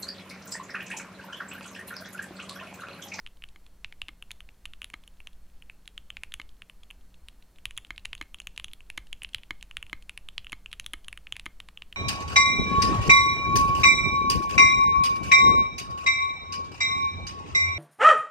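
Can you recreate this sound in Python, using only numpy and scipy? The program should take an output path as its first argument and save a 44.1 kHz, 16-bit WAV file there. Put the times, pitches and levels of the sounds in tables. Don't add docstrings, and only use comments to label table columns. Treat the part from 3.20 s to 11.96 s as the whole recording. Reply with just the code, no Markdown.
import sys
import numpy as np
from scipy import signal
from scipy.fft import rfft, irfft
from scipy.io import wavfile

SR = 44100
rng = np.random.default_rng(int(sys.argv[2]) if len(sys.argv) > 2 else 0)


def waveform_to_disk(signal):
    frames = np.transpose(np.atleast_2d(signal))
    scaled = np.clip(frames, -1, 1) * 32767
    samples = np.round(scaled).astype(np.int16)
    wavfile.write(sys.argv[1], SR, samples)


N = 386312

# (factor on the cap pitch, width/Hz, level/dB)
CAP_MODES = [(0.402, 227, -5.5), (0.622, 730, -4.5), (0.953, 522, 7), (1.086, 340, 9), (1.251, 500, 0.14)]
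# (f/Hz, width/Hz, level/dB)
STEM_MODES = [(6616, 640, 1.5), (8500, 380, -4.5), (10260, 1130, 5.5), (12000, 5800, 1.5),
              (14700, 630, -15)]


def gain_of(db):
    return 10 ** (np.asarray(db) / 20)


def read(points, hz):
    f, value = np.transpose(points)
    return np.interp(np.log(hz + 1), np.log(f + 1), value)


def add(mix, s, sound):
    part = mix[round(s * SR):][:len(sound)]
    part += sound[:len(part)]


def ring(hz, width, db, contact_s, size=700):
    t = np.arange(size)[:, None] / SR
    decay = np.exp(-np.pi * width * t)
    modes = (gain_of(db) * width * decay * np.sin(2 * np.pi * hz * t)).sum(1)
    modes *= (1 - np.exp(-t[:, 0] / contact_s)) ** 2
    return modes / abs(modes).max()


def chatter(sound, grit):
    fade = np.exp(-np.arange(len(grit)) / (0.003 * SR))
    strikes = gain_of(-43) * grit ** 3 * fade
    strikes[0] = 1
    rattled = signal.oaconvolve(sound, strikes)
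    return rattled * abs(sound).max() / abs(rattled).max()


def keys():
    # (t/s, level/dB, cap pitch f/Hz, stem tick relative to the clack level/dB)
    key_blows = [(0.0639, -28.5, 3000, -22), (0.073, -35, 2820, -13), (0.222, -35.5, 2660, -21),
                 (0.2387, -27, 2890, -16.5), (0.6457, -22, 2880, -30.5), (0.725, -32, 2380, -21),
                 (0.8173, -21, 2800, -16), (0.8838, -27, 2820, -15.5), (1.0247, -28, 2620, -12),
                 (1.107, -30, 2500, -13), (1.115, -26.5, 3260, -3), (1.2051, -31, 2900, -14),
                 (1.2898, -38.5, 2640, -33), (1.455, -24.5, 2870, -11), (1.4583, -34, 2900, -4),
                 (1.5352, -32, 2770, -15), (1.618, -22.5, 2720, -15.5), (1.6295, -38, 2600, -8),
                 (1.6438, -25.5, 3000, -4), (1.701, -37.5, 2430, -3.5), (1.736, -35.5, 2860, -18),
                 (1.877, -37.5, 2830, -3), (2.003, -35.5, 2440, -15), (2.0716, -27, 2900, -11),
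                 (2.423, -36.5, 2670, -14), (2.4979, -29, 2430, -20.5), (2.677, -29, 3040, -6.5),
                 (2.778, -25, 2890, -17.5), (2.903, -24, 2840, -15), (2.969, -26, 2570, -17),
                 (3.0349, -23, 2580, -9.5), (3.1209, -31, 3040, -16), (3.1397, -21.5, 2680, -4.5),
                 (3.216, -33.5, 2900, -11), (3.42, -30, 2630, -14), (3.4974, -32, 2700, -14.5),
                 (3.7036, -33, 2720, -20), (3.7096, -32, 2580, -9.5), (4.085, -31, 2930, -8),
                 (4.3852, -42, 2760, -10), (4.455, -18, 2850, -8), (4.5087, -30, 2690, -8),
                 (4.5762, -20.5, 2970, -5), (4.5824, -29, 2600, -12), (4.6483, -32, 2940, -16),
                 (4.7792, -27.5, 2800, -16), (4.8512, -29, 2670, -12), (4.8546, -21, 2850, -6.5),
                 (4.9309, -21.5, 2870, -20), (4.951, -30, 2700, -4), (5.0253, -34.5, 2450, -9),
                 (5.1444, -25.5, 2860, -10.5), (5.2012, -26, 2590, -4), (5.271, -22, 2710, -8.5),
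                 (5.3772, -22, 2920, -7.5), (5.3979, -24.5, 2730, -13), (5.4437, -21, 2950, -4),
                 (5.4826, -35, 2760, -15), (5.5341, -29.5, 3140, -5), (5.6057, -37.5, 2550, -14),
                 (5.7011, -27, 2620, -7), (5.776, -25.5, 2760, -3), (5.9291, -22, 2980, -10),
                 (6.0194, -26.5, 2760, -22), (6.0334, -32, 2710, 3), (6.047, -22, 2940, -26),
                 (6.1464, -16, 3100, -10.5), (6.1832, -35, 2750, -14), (6.234, -35, 2700, -12.5),
                 (6.4269, -28.5, 2830, -6.5), (6.5113, -30.5, 2700, -16), (6.569, -17.5, 2780, -13),
                 (6.627, -23.5, 2690, -15), (6.6657, -39, 2550, -11), (6.697, -36, 2770, -12),
                 (6.8947, -25, 2820, -11.5), (6.976, -27, 2860, -5.5), (7.087, -25, 2900, -13.5),
                 (7.1802, -18, 3140, -21.5), (7.2454, -35, 2650, -10), (7.2682, -27, 2880, -25),
                 (7.321, -27, 2500, -4), (7.46, -26.5, 2600, -16), (7.5291, -24, 3090, -9.5),
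                 (7.536, -33, 2850, -14), (7.598, -23, 3000, -2), (7.6629, -22.5, 3090, -3.5),
                 (7.7344, -22, 2980, -4.5), (7.883, -24.5, 2780, -6), (7.9282, -26, 2580, -10),
                 (7.975, -29, 2870, -9), (8.0697, -29.5, 2600, -38), (8.1237, -17, 2970, -11.5),
                 (8.1562, -37, 2560, -31), (8.166, -26, 2640, -9.5), (8.1964, -27.5, 2890, -11),
                 (8.2577, -28.5, 2470, -3.5), (8.402, -26.5, 2980, -12), (8.487, -32.5, 2670, -13.5),
                 (8.574, -27.5, 2820, -22), (8.621, -27, 2860, -20.5), (8.7263, -29.5, 2910, -16)]
    cap_spread, cap_spread_db = 0.015, 2.2
    stem_spread, stem_spread_db = 0.03, 3.5
    cap_contact_s, stem_contact_s = 2 / SR, 0.00016
    case_cut_hz = 580

    factor, width, db = np.transpose(CAP_MODES)
    tick_hz, tick_width, tick_db = np.transpose(STEM_MODES)
    factor = factor * (-1) ** np.arange(len(CAP_MODES))
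    chance = rng.standard_normal((len(key_blows), 4, len(CAP_MODES)))
    grits = rng.standard_normal((len(key_blows), 200))
    out = np.zeros(N)
    for (s, level_db, cap_hz, stem_db), c, grit in zip(key_blows, chance, grits):
        clack_hz = cap_hz * factor * (1 + cap_spread * c[0])
        clack = ring(clack_hz, width, db + cap_spread_db * c[1], cap_contact_s)
        scattered_hz = tick_hz * (1 + stem_spread * c[2])
        tick = ring(scattered_hz, tick_width, tick_db + stem_spread_db * c[3], stem_contact_s)
        blow = clack + gain_of(stem_db) * tick
        add(out, s, -gain_of(level_db) * chatter(blow, grit))
    return signal.sosfilt(signal.butter(3, case_cut_hz, "high", fs=SR, output="sos"), out)


def bar():
    # (t/s, level/dB)
    bar_blows = [(0.3601, -39.5), (0.889, -31), (1.7397, -25), (3.1987, -26), (4.706, -22.5), (5.0131, -22),
                 (5.7786, -21), (6.3076, -19), (6.73, -19.5), (7.3293, -21.5), (7.738, -23), (8.263, -21.5)]
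    # (f/Hz, width/Hz, level/dB)
    bar_modes = [(313, 74, -2.5), (704, 120, -15), (1275, 133, -3), (1766, 420, 1.5), (2126, 143, 8),
                 (2640, 320, -12), (3026, 210, 0.5), (3150, 83, -15), (4040, 58, -5.5), (6830, 460, -15.5),
                 (11150, 1200, -18)]
    spread_db = 1.5

    hz, width, db = np.transpose(bar_modes)
    chance = rng.standard_normal((len(bar_blows), len(hz)))
    grits = rng.standard_normal((len(bar_blows), 200))
    out = np.zeros(N)
    for (s, level_db), c, grit in zip(bar_blows, chance, grits):
        knock = ring(hz, width, db + spread_db * c, contact_s=0.00013, size=2000)
        add(out, s, gain_of(level_db) * chatter(knock, grit))
    return out


def soft_contacts():
    # (t/s, scrape level/dB)
    contacts = [(0.171, -64.5), (0.288, -59), (0.465, -61.5), (1.8375, -62.5), (2.131, -66), (2.657, -64),
                (3.292, -63), (3.634, -58.5), (3.9429, -63.5), (4.225, -61), (4.36, -65.5), (4.567, -56),
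                (4.668, -63), (4.762, -61.5), (4.7954, -64), (4.979, -56), (5.186, -61), (5.218, -54.5),
                (5.363, -56), (5.515, -63), (5.87, -60.5), (6.0905, -57.5), (6.134, -54), (6.411, -59.5),
                (6.8243, -57), (7.2966, -54), (7.516, -51.5), (7.6436, -60), (7.8456, -56.5)]
    t = np.arange(300) / SR
    scrape = t * np.exp(-t / 0.00087)
    scrape /= scrape.max()
    drive = np.zeros(N)
    for (s, level_db), grit in zip(contacts, rng.standard_normal((len(contacts), len(t)))):
        add(drive, s - 0.001, gain_of(level_db) * grit * scrape)
    specks = rng.random(N) < 40 / SR
    drive += specks * gain_of(-67 + 3.9 * rng.standard_normal(N))

    factor, width, db = np.transpose(CAP_MODES)
    cap = ring(3000 * factor, width, db, contact_s=0.000081)
    stem = ring(*np.transpose(STEM_MODES), contact_s=0.0013)
    return signal.oaconvolve(drive, cap + gain_of(-12.5) * stem)[:N]


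def desk(blows):
    t = np.arange(6000) / SR
    swing = t * np.exp(-t / 0.015) * np.sin(2 * np.pi * 45 * t)
    knock = t * np.exp(-t / 0.0086) * np.sin(2 * np.pi * 100 * t)
    thump = gain_of(-62.5) * swing / swing.max() + gain_of(-63.5) * knock / knock.max()
    return -signal.oaconvolve(abs(blows), thump)[:N]


def echoes(board):
    t = np.arange(9000) / SR
    fade = gain_of(-62.5 - 60 * t / 0.25)
    tails = fade * rng.standard_normal((3, len(t))) ** 3 * (t > 0.003)
    tails[:, round(0.012 * SR)] += gain_of(-33.5)
    turn = np.arange(N) / SR * 9
    out = np.zeros(N)
    for k, tail in enumerate(tails):
        weight = np.cos(turn + k * np.pi / len(tails))
        out += signal.oaconvolve(board * weight, tail)[:N]
    return out


def room():
    # (f/Hz, level/dB)
    noise_spectrum = [(8, 7.5), (18, -6), (36, -2.5), (64, -10.5), (82, -24.5), (184, -26), (372, -32.5),
                      (1790, -40.5), (3060, -45), (9670, -47.5), (15200, -49.5), (16500, -63)]
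    # (f/Hz, level/dB)
    side_spectrum = [(40, -44), (300, -17.5), (2500, -21), (6000, -8.5)]
    # (f/Hz, rms level/dB)
    hum_tones = [(180.5, -74), (4288, -85.5)]
    mid_db = -48

    hz = np.fft.rfftfreq(N, 1 / SR)
    mid, side = rfft(rng.standard_normal((2, N))) * gain_of(read(noise_spectrum, hz))
    mid, side = irfft(mid, N), irfft(side * gain_of(read(side_spectrum, hz)), N)
    level = gain_of(mid_db) / mid.std()
    wander = np.cumsum(rng.standard_normal((len(hum_tones), N)), 1) * 0.0206
    t = np.arange(N) / SR
    tones = np.zeros(N)
    for (f, db), w in zip(hum_tones, wander):
        tones += np.sqrt(2) * gain_of(db) * np.sin(2 * np.pi * f * t + w)
    return level * np.array([mid + side, mid - side]) + tones


def scene():
    blows = keys() + bar()
    board = blows + soft_contacts()
    return board + echoes(board) + desk(blows) + room()


def record(dry):
    low_pass = signal.firwin(255, 16300, window=("kaiser", 9), fs=SR)
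    return signal.oaconvolve(dry, low_pass[None], "same")


dry = scene()
out = record(dry)
waveform_to_disk(out)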